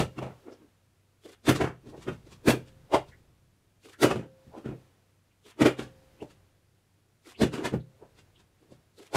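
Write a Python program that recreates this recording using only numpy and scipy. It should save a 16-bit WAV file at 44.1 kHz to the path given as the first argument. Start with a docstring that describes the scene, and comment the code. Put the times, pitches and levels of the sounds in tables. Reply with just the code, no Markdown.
"""A part-filled plastic bottle lands on a wooden table at once: damped modes and tiny shocks thump, knock, crackle.
Hard landings leave something on the table ringing, a faint sine; the bottle rocks, and hands nudge and squeeze it.
Water plips as it settles; at each flip it sloshes, with gulps and splashes of tiny shocks in coloured noise.
Two children flip, land and pick up again in a living room of air noise, hum and echo, the room's decaying noise
tail; as they swap places, floor rumble and sleeve rustle swell and fade."""
import sys
import numpy as np
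from scipy import signal
from scipy.fft import rfft, irfft, next_fast_len
from scipy.io import wavfile
from scipy.ndimage import uniform_filter1d, map_coordinates

SR = 44100
rng = np.random.default_rng(int(sys.argv[2]) if len(sys.argv) > 2 else 0)


def put_to_file(sound):
    """Save the sound as 16-bit audio at rate SR, in the file named by the first command-line argument."""
    columns = np.atleast_2d(sound).T  # one column per channel
    safe = np.clip(columns, -1, 1)
    whole_steps = np.round(safe * 32767)
    wavfile.write(sys.argv[1], SR, whole_steps.astype(np.int16))


N = 403956
CLOCK = np.arange(N) / SR  # seconds through the scene
T = np.arange(-SR // 10, SR // 2) / SR  # seconds around one contact

# Contact times are peaks. pitch_hz centres the knock's emphasis; rattle_t60_s is the base decay, scaled per layer.
# thump_db throughout is before a shared trim of -0.6 dB.
# A bottle striking the table or a catching hand:
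# start_s, pitch_hz, knock_db, thump_db, clatter_db, crackle_db, rattle_t60_s
LANDINGS = [(0.004, 456, -25, -26, -31.5, -37.5, 0.16), (0.19, 276, -35.5, -38, -40.5, -56.5, 0.077),
            (1.472, 370, -40.5, -52, -41, -42.5, .1), (1.494, 350, -17, -22, -24.5, -30.5, 0.15),
            (1.562, 370, -37, -37, -38, -41, .13), (2.086, 388, -30, -36.5, -39.5, -56, 0.17),
            (2.485, 359.4, -18, -22, -25.5, -32, 0.2), (2.507, 370, -32.5, -38, -27, -32, 0.088),
            (2.946, 740, -18, -35, -28.5, -38.5, 0.15), (4.033, 371, -21.5, -33.5, -25.5, -30.5, .13),
            (4.047, 386, -17, -27, -29.5, -38.5, 0.22), (4.113, 440, -28, -34.5, -29.5, -44.5, .13),
            (5.621, 364, -17, -25.5, -28, -36.5, .11), (5.663, 395, -15.5, -32, -25.5, -35.5, .16),
            (5.795, 376, -33, -44, -41, -48, 0.23), (5.826, 360, -45.5, -45, -61, -57, 0.19),
            (6.227, 467, -37, -48, -61.5, -64, 0.14), (7.421, 365, -22, -28.5, -34, -37.5, 0.11),
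            (7.435, 337, -19.5, -25.5, -33.5, -40, 0.15), (7.541, 293, -35, -37, -41, -48, 0.23),
            (7.657, 370, -31.5, -39.5, -31.5, -40, .14), (7.741, 384, -28.5, -26.5, -44, -59, 0.14),
            (9.158, 704, -24.5, -32, -29.5, -35.5, .13)]
# A fallen bottle rocking to rest; levels of the first contact, then the loss per further contact:
# start_s, pitch_hz, knock_db, thump_db, clatter_db, crackle_db, gap_s, loss_db
ROCKING_BOTTLES = [(0.229, 600, -36, -37.5, -45.5, -59, .038, 6.7),
                   (1.614, 440, -24, -30.5, -29.5, -45, .031, 6.2),
                   (4.16, 400, -32.5, -34.5, -45.5, -56, 0.037, 7.1),
                   (4.661, 328, -35.5, -37.5, -51.5, -65, .03, 3.4),
                   (7.584, 338, -34.5, -49, -45, -57.5, .021, 2.8)]
# Hands nudging and lifting a bottle off the wood: start_s, pitch_hz, knock_db, thump_db, crackle_db
HAND_NUDGES = [(0.485, 393, -43.5, -72, -79), (0.527, 403, -50, -71, -69), (0.622, 270, -56.5, -61, -93),
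               (1.875, 312, -49.5, -48, -69), (1.945, 516, -45.5, -49.5, -85), (1.98, 397, -47.5, -52, -67),
               (2.13, 348, -50, -55, -63), (2.272, 379.6, -52.5, -65, -67.5),
               (4.48, 392, -69.5, -49.5, -82), (4.552, 736, -45.5, -68, -75), (4.581, 350, -42, -59, -66.5),
               (8.03, 566, -47.5, -58, -90.5), (8.63, 379, -62, -71, -81), (8.724, 432, -51.5, -53.5, -68)]
# Fingers crinkling the thin wall: start_s, crackle_db
WALL_SQUEEZES = [(1.9, -64.5), (2.03, -57.5), (2.328, -58), (2.683, -65.5), (3.09, -65.5), (6.31, -65),
                 (8.191, -63), (8.401, -67.5)]
# A flick slapping the water about inside the bottle; levels of the first slap, gap between slaps:
# start_s, gulp_db, splash_db, gap_s
WATER_FLIPS = [(1.259, -45, -60.5, 0.036), (3.859, -51.5, -60, 0.038), (5.468, -55.5, -61.5, 0.021),
               (7.274, -51, -58.5, 0.023), (8.995, -52.5, -61.5, .037)]
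# Small plips of the water settling: start_s, pitch_hz, level_db
WATER_PLIPS = [(0.531, 5330, -66), (3.133, 1955, -58.5), (3.944, 1750, -57.5), (6.214, 2810, -57),
               (7.358, 2890, -58), (5.32, 2780, -76.5), (7.396, 4310, -54), (7.809, 3840, -69),
               (8.365, 3330, -64.5)]
# Hard landings that set something on the table ringing: start_s, level_db (peak)
TABLE_RINGS = [(0, -54), (2.485, -55), (4.041, -45.5), (5.661, -48.5), (7.42, -49)]
# Children stepping and reaching; the span held at full level: start_s, length_s, rumble_db, rustle_db
CHILD_MOVES = [(0.1, 0.31, -73, -64), (1.9, 1.2, -58, -66.5), (4.45, .35, -71, -66),
               (5.896, .35, -63, -65.5), (7.95, 0.32, -68, -69), (8.62, 0.17, -73, -70.5)]

# Ringing modes, strength relative within a set, decay before each contact's damping: mode_hz, level_db, t60_s
# Bending of the table top
TABLE_MODES = [(64.4, -18.5, .2), (128, -0.5, 0.27), (162.4, -6.5, 0.32), (204, -2, 0.051)]
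# A bottle on the wood
KNOCK_MODES = [(237.9, 2.5, 0.1), (307, 5.5, 0.044), (376, 3, 0.081), (440, -1.5, 0.047), (548, -6, 0.059),
               (586, -8, 0.18), (648, -3.5, .08), (829, -8.5, 0.088)]
# The thin bottle wall
WALL_MODES = [(962, 3.5, 0.069), (1069, 2, 0.1), (1335, -3.5, 0.23), (1574, -4.5, .09), (1874, -5, 0.18),
              (2660, -6, .11), (2790, -1.5, 0.28), (3163, -2.5, 0.21)]
# The stiff ribs and base
RIB_MODES = [(3650, 0, .09), (3980, -1, .09), (4400, -3, .08), (4870, -3, .09), (5580, -7, .08)]

# Noise colours, only the shape counts: frequency_hz, gain_db
# The table's thud
THUD_COLOUR = [(20, -26), (50, -11.5), (80, -0.5), (130, -5), (210, -2.5), (330, -22.5), (700, -58)]
# The water's knock
WATER_KNOCK_COLOUR = [(110, -32), (220, -1), (400, -1), (650, -7.5), (950, -6), (1600, -32)]
# The wall's clatter
CLATTER_COLOUR = [(450, -48.5), (700, -2.5), (850, -6), (1400, -2.5), (1900, -4.5), (2800, -4),
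                  (3500, -7.5), (4600, -44)]
# The crackle
CRACKLE_COLOUR = [(2400, -44), (3400, 3), (4000, 1), (4900, -0.5), (5300, -2), (8000, -3), (11000, -8),
                  (14000, -14.5), (16000, -21.5)]
# The water's gulp
GULP_COLOUR = [(120, -31), (280, -4), (420, 3), (560, -9), (800, -21), (1500, -49.5)]
# Still air
AIR_COLOUR = [(15, -30), (30, -17.5), (70, -13.5), (110, -12.5), (170, -14.5), (400, -25.5), (900, -34.5),
              (1500, -31.5), (4500, -36.5), (11000, -38.5), (15500, -46)]
# Footfalls through the floor
RUMBLE_COLOUR = [(20, -9), (52, -0.5), (70, -2), (90, 1), (130, 1), (220, -14), (500, -24), (1200, -55)]
# Rustling sleeves
CLOTH_COLOUR = [(150, -5.5), (350, 2.5), (900, -5.5), (2000, -10.5), (3800, -14.5), (7000, -19.5),
                (15000, -25.5)]

# Room hum: tone_hz, level_db (rms)
HUM_TONES = [(97, -72), (129, -79.5)]
# Decay of the furnished room: frequency_hz, t60_s
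ROOM_DECAY = [(100, 0.38), (300, 0.34), (1000, 0.18), (4000, 0.31), (14000, 0.1)]

TOP_HZ = 15700  # centre of the recorder's upper band limit
AIR_DB, REST_RUSTLE_DB, ROOM_DB = -71.5, -76, -23.5  # still air; sleeves between moves; room tail gain
MOVE_RISE_DB_PER_S, MOVE_FALL_DB_PER_S = 38.5, 26
RING_HZ, RING_T60_S = 527.6, 1.5
THUMP_TRIM_DB = -0.6
TILT_DB, TILT_GROWS = -1, 0.28  # clatter dB per octave at crackle = clatter; change per dB of crackle
EDGE_HZ, EDGE_HALVES_DB = 6500, 16  # clatter's upper edge at crackle = clatter; this much less crackle halves it
DENT_DB, DENT_SPACING_HZ, DENT_FADE_HZ = 3.5, 127.3, 5000  # ripple size and spacing; it evens out above the last
ROCK_T60_S, NUDGE_T60_S, SQUEEZE_T60_S = 0.19, 0.19, 0.15  # base rattle decays
SOFTEN_DB = 2.5  # extra crackle loss at each further rock
NUDGE_CLATTER_DB = -14.5  # over the knock
SQUEEZE_HZ = 420  # centre of the knock's emphasis
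SQUEEZE_KNOCK_DB, SQUEEZE_THUMP_DB, SQUEEZE_CLATTER_DB = -0.5, 1, 1.5  # over the crackle
BUBBLE_LEAD_S, BUBBLE_HZ, BUBBLE_DB = 0.011, 2955, -3.5  # ahead of first slap; middle pitch; over the splash
GULP_LOSS_DB, SPLASH_GAIN_DB, SPRAY_DB = 7.5, 0.26, -1  # per further slap, twice; spray over the splash


def amp(db):
    """Decibels to gain."""
    return 10 ** (np.asarray(db) / 20)


def unit(x):
    """Scale to rms 1."""
    return x / np.sqrt(np.mean(x ** 2) + 1e-20)


def level(sound):
    """Scale to rms 1 around the moment of contact."""
    core = (T > -0.006) & (T < 0.010)
    return sound / np.sqrt(np.mean(sound[core] ** 2) + 1e-20)


def along(points, hz):
    """Read (Hz, value) points on a log frequency axis."""
    f, v = np.transpose(points)
    return np.interp(np.log(hz + 1), np.log(f + 1), v)


def filtered(x, response):
    """Shape x by a response of frequency."""
    m = next_fast_len(len(x) + SR // 10)
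    spectrum = rfft(x, m) * response(np.fft.rfftfreq(m, 1 / SR))
    return irfft(spectrum, m)[:len(x)]


def coloured(x, colour):
    """Shape x by a (Hz, dB) colour."""
    return filtered(x, lambda f: amp(along(colour, f)))


def add(track, s, sound, db):
    """Mix in a sound whose contact falls at time s, with db the rms around that contact."""
    start = round((s + T[0]) * SR)
    lo, hi = max(start, 0), min(start + len(T), N)
    track[lo:hi] += amp(db) * level(sound)[lo - start:hi - start]


def swell(rise, t60):
    """An envelope that grows to a peak at the moment of contact and dies away."""
    return amp(-60 * np.where(T < 0, np.abs(T / rise) ** 1.08, T / t60))


def background():
    """Still air and hum; each move swells, holds and fades in footfall rumble and rustling sleeves."""
    rumble = np.zeros(N)
    rustle = np.full(N, amp(REST_RUSTLE_DB))
    for s, length, rumble_db, rustle_db in CHILD_MOVES:
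        rise_db = MOVE_RISE_DB_PER_S * (CLOCK - s)
        fall_db = MOVE_FALL_DB_PER_S * (s + length - CLOCK)
        fade_db = np.minimum(0, np.minimum(rise_db, fall_db))
        rumble = np.maximum(rumble, amp(rumble_db + fade_db))
        rustle = np.maximum(rustle, amp(rustle_db + fade_db))
    noise = lambda colour: unit(coloured(rng.standard_normal(N), colour))
    hum = sum(amp(db) * np.sqrt(2) * np.sin(2 * np.pi * hz * CLOCK) for hz, db in HUM_TONES)
    return amp(AIR_DB) * noise(AIR_COLOUR) + hum + rumble * noise(RUMBLE_COLOUR) + rustle * noise(CLOTH_COLOUR)


def ringing():
    """A faint lasting tone: each hard landing adds fresh energy that decays exponentially."""
    envelope = np.zeros(N)
    for s, db in TABLE_RINGS:
        envelope += amp(db - 60 * np.abs(CLOCK - s) / RING_T60_S) * (CLOCK > s)
    return envelope * np.sin(2 * np.pi * RING_HZ * CLOCK)


def ring(modes, rise, detune, sustain, weight=lambda hz: 0):
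    """Damped modes, a little different in pitch, strength and phase at each contact."""
    out = np.zeros(len(T))
    draws = rng.standard_normal((len(modes), 3))
    for (hz, db, t60), (strength, pitch, phase) in zip(modes, draws):
        tone = np.sin(2 * np.pi * hz * (1 + detune * pitch) * T + phase)
        out += amp(db + weight(hz) + 1.4 * strength) * swell(rise, t60 * sustain) * tone
    return level(out)


def crumple(colour, rise, t60, grain_db, snap=0):
    """Many tiny shocks of water and thin plastic, around one firm snap if asked for."""
    grain = unit(uniform_filter1d(rng.standard_normal(len(T)), size=24))
    shocks = swell(rise, t60) * amp(grain_db * grain) * rng.standard_normal(len(T))
    impulse = snap * (T == 0)
    return level(coloured(shocks / np.linalg.norm(shocks) + impulse, colour))


def dented(x):
    """Each contact dents the wall differently, giving it its own close resonances."""
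    knots = rng.standard_normal(400)
    ripple = lambda f: map_coordinates(knots, [f / DENT_SPACING_HZ], mode="mirror")
    return filtered(x, lambda f: amp(DENT_DB * ripple(f) / (1 + (f / DENT_FADE_HZ) ** 2)))


def table_thump(rise, t60, loose, grain_db):
    """The table top bends in a few low modes under a loose thud."""
    bending = ring(TABLE_MODES, rise * 0.65, detune=0.0093, sustain=0.93)
    return bending + 0.58 * loose * crumple(THUD_COLOUR, rise, t60 * 1.4, grain_db)


def bottle_knock(pitch, rise, t60, sustain, loose, grain_db, snap, focus_db):
    """The spot that is struck picks which modes of bottle and water speak."""
    spot = lambda hz: -focus_db * np.log2((hz + 1) / pitch) ** 2
    water = crumple(WATER_KNOCK_COLOUR, rise, t60, grain_db, snap)
    water = level(filtered(water, lambda f: amp(spot(f))))
    return ring(KNOCK_MODES, rise, detune=0.013, sustain=sustain, weight=spot) + loose * water


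def wall_clatter(hardness_db, rise, t60, sustain, grain_db, snap, wall):
    """The thin wall rattles; hard contact brightens it, soft contact dulls it."""
    tilt_db = TILT_DB + TILT_GROWS * hardness_db
    edge_hz = EDGE_HZ * 2 ** (hardness_db / EDGE_HALVES_DB)
    modes = wall * ring(WALL_MODES, rise, detune=0.02, sustain=sustain)
    clatter = modes + crumple(CLATTER_COLOUR, rise, t60, grain_db, snap)
    tilt = lambda f: amp(tilt_db * np.log2(np.clip(f, 700, 4000) / 1500))
    return dented(filtered(clatter, lambda f: tilt(f) / np.hypot(1, (f / edge_hz) ** 4)))


def wall_crackle(crackle_db, rise, t60, sustain, grain_db, snap):
    """Buckling plastic excites the stiff ribs; louder crackle is brighter at the very top."""
    sharp_db = 1.6 * np.clip(crackle_db + 35.0, -3, 3)  # dB per octave above 7 kHz
    buckling = crumple(CRACKLE_COLOUR, rise * 1.1, t60 * 0.95, grain_db, snap * 0.4)
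    crackle = buckling + 0.33 * ring(RIB_MODES, rise, detune=0.006, sustain=sustain)
    return dented(filtered(crackle, lambda f: amp(sharp_db * np.log2(np.maximum(f, 7000) / 7000))))


def contacts(rows, rise, loose, grain_db, snap, focus_db, wall):
    """Each contact thumps the table, knocks the bottle and makes its wall clatter and crackle."""
    out = np.zeros(N)
    for s, pitch, knock_db, thump_db, clatter_db, crackle_db, t60 in rows:
        hardness_db = crackle_db - clatter_db
        sustain = min(t60 / 0.18, 1.2)  # a contact that stops the rattle early also damps the modes
        thump = table_thump(rise, t60, loose, grain_db)
        knock = bottle_knock(pitch, rise, t60, sustain, loose, grain_db, snap, focus_db)
        clatter = wall_clatter(hardness_db, rise, t60, sustain, grain_db, snap, wall)
        crackle = wall_crackle(crackle_db, rise, t60, sustain, grain_db, snap)
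        add(out, s, thump, thump_db + THUMP_TRIM_DB)
        add(out, s, knock, knock_db)
        add(out, s, clatter, clatter_db)
        add(out, s, crackle, crackle_db)
    return out


def room(x):
    """The furnished room answers 10 ms later, each frequency dying at its own speed."""
    hz, t, z = signal.stft(rng.standard_normal(SR), SR, nperseg=256)
    decay = amp(-60 * t / along(ROOM_DECAY, hz)[:, None])
    tail = signal.istft(z * decay, SR, nperseg=256)[1]
    echo = np.pad(tail / np.linalg.norm(tail), (SR // 100, 0))
    return signal.fftconvolve(x, echo)[:N]


def rocks(count):
    """A fallen bottle touches the wood a few times, ever weaker and softer."""
    rows = []
    for s, pitch, knock_db, thump_db, clatter_db, crackle_db, gap, loss_db in ROCKING_BOTTLES:
        for k in range(count):
            lost_db = k * loss_db
            rows.append((s + k * gap, pitch, knock_db - lost_db, thump_db - lost_db, clatter_db - lost_db,
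                         crackle_db - lost_db - k * SOFTEN_DB, ROCK_T60_S))
    return rows


def touches():
    """Nudges are soft contacts of bottle and wood; squeezes flex the thin wall."""
    nudges = [(s, pitch, knock_db, thump_db, knock_db + NUDGE_CLATTER_DB, crackle_db, NUDGE_T60_S)
              for s, pitch, knock_db, thump_db, crackle_db in HAND_NUDGES]
    squeezes = [(s, SQUEEZE_HZ, db + SQUEEZE_KNOCK_DB, db + SQUEEZE_THUMP_DB, db + SQUEEZE_CLATTER_DB, db,
                 SQUEEZE_T60_S) for s, db in WALL_SQUEEZES]
    return nudges + squeezes


def bubble(hz):
    """A short fuzzy plip: tiny shocks narrowed around one pitch."""
    band = [(hz * 0.6, -45), (hz * 0.73, -11), (hz, 0), (hz * 1.18, -11), (hz * 1.4, -45)]
    return crumple(band, rise=0.067, t60=0.11, grain_db=-0.5)


def slosh(count):
    """Water slaps the far end of the bottle: a hollow gulp, a splash on the wall, small bubbles."""
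    out = np.zeros(N)
    for s, hz, db in WATER_PLIPS:
        add(out, s, bubble(hz), db)
    for start, first_gulp_db, first_splash_db, gap in WATER_FLIPS:
        bubble_hz = BUBBLE_HZ * np.exp(0.21 * rng.standard_normal())
        add(out, start - BUBBLE_LEAD_S, bubble(bubble_hz), first_splash_db + BUBBLE_DB)
        for k in range(count):
            s = start + k * gap
            gulp_db = first_gulp_db - k * GULP_LOSS_DB
            splash_db = first_splash_db + k * SPLASH_GAIN_DB
            gulp = crumple(GULP_COLOUR, rise=0.055, t60=0.11, grain_db=0.5)
            splash = dented(crumple(CLATTER_COLOUR, rise=0.094, t60=0.17, grain_db=5.5))
            spray = crumple(CRACKLE_COLOUR, rise=0.12, t60=0.087, grain_db=2.0)
            add(out, s, gulp, gulp_db)
            add(out, s, splash, splash_db)
            add(out, s, spray, splash_db + SPRAY_DB)
    return out


def scene():
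    """Bottles, hands, water and room at one microphone."""
    landings = contacts(LANDINGS + rocks(count=3), rise=0.062, loose=0.88, grain_db=-0.5, snap=0.22,
                        focus_db=9.0, wall=0.29)
    hands = contacts(touches(), rise=0.096, loose=1.5, grain_db=1.5, snap=0.15, focus_db=11.5, wall=0.46)
    near = landings + hands + slosh(count=3)
    return (near + amp(ROOM_DB) * room(near) + ringing() + background())[None]


def record(dry):
    """The recorder rolls off over 200 Hz around its band limit and keeps nothing above."""
    return filtered(dry[0], lambda f: np.clip((TOP_HZ - f) / 200 + 0.5, 0, 1))[None]


dry = scene()
out = record(dry)
put_to_file(out)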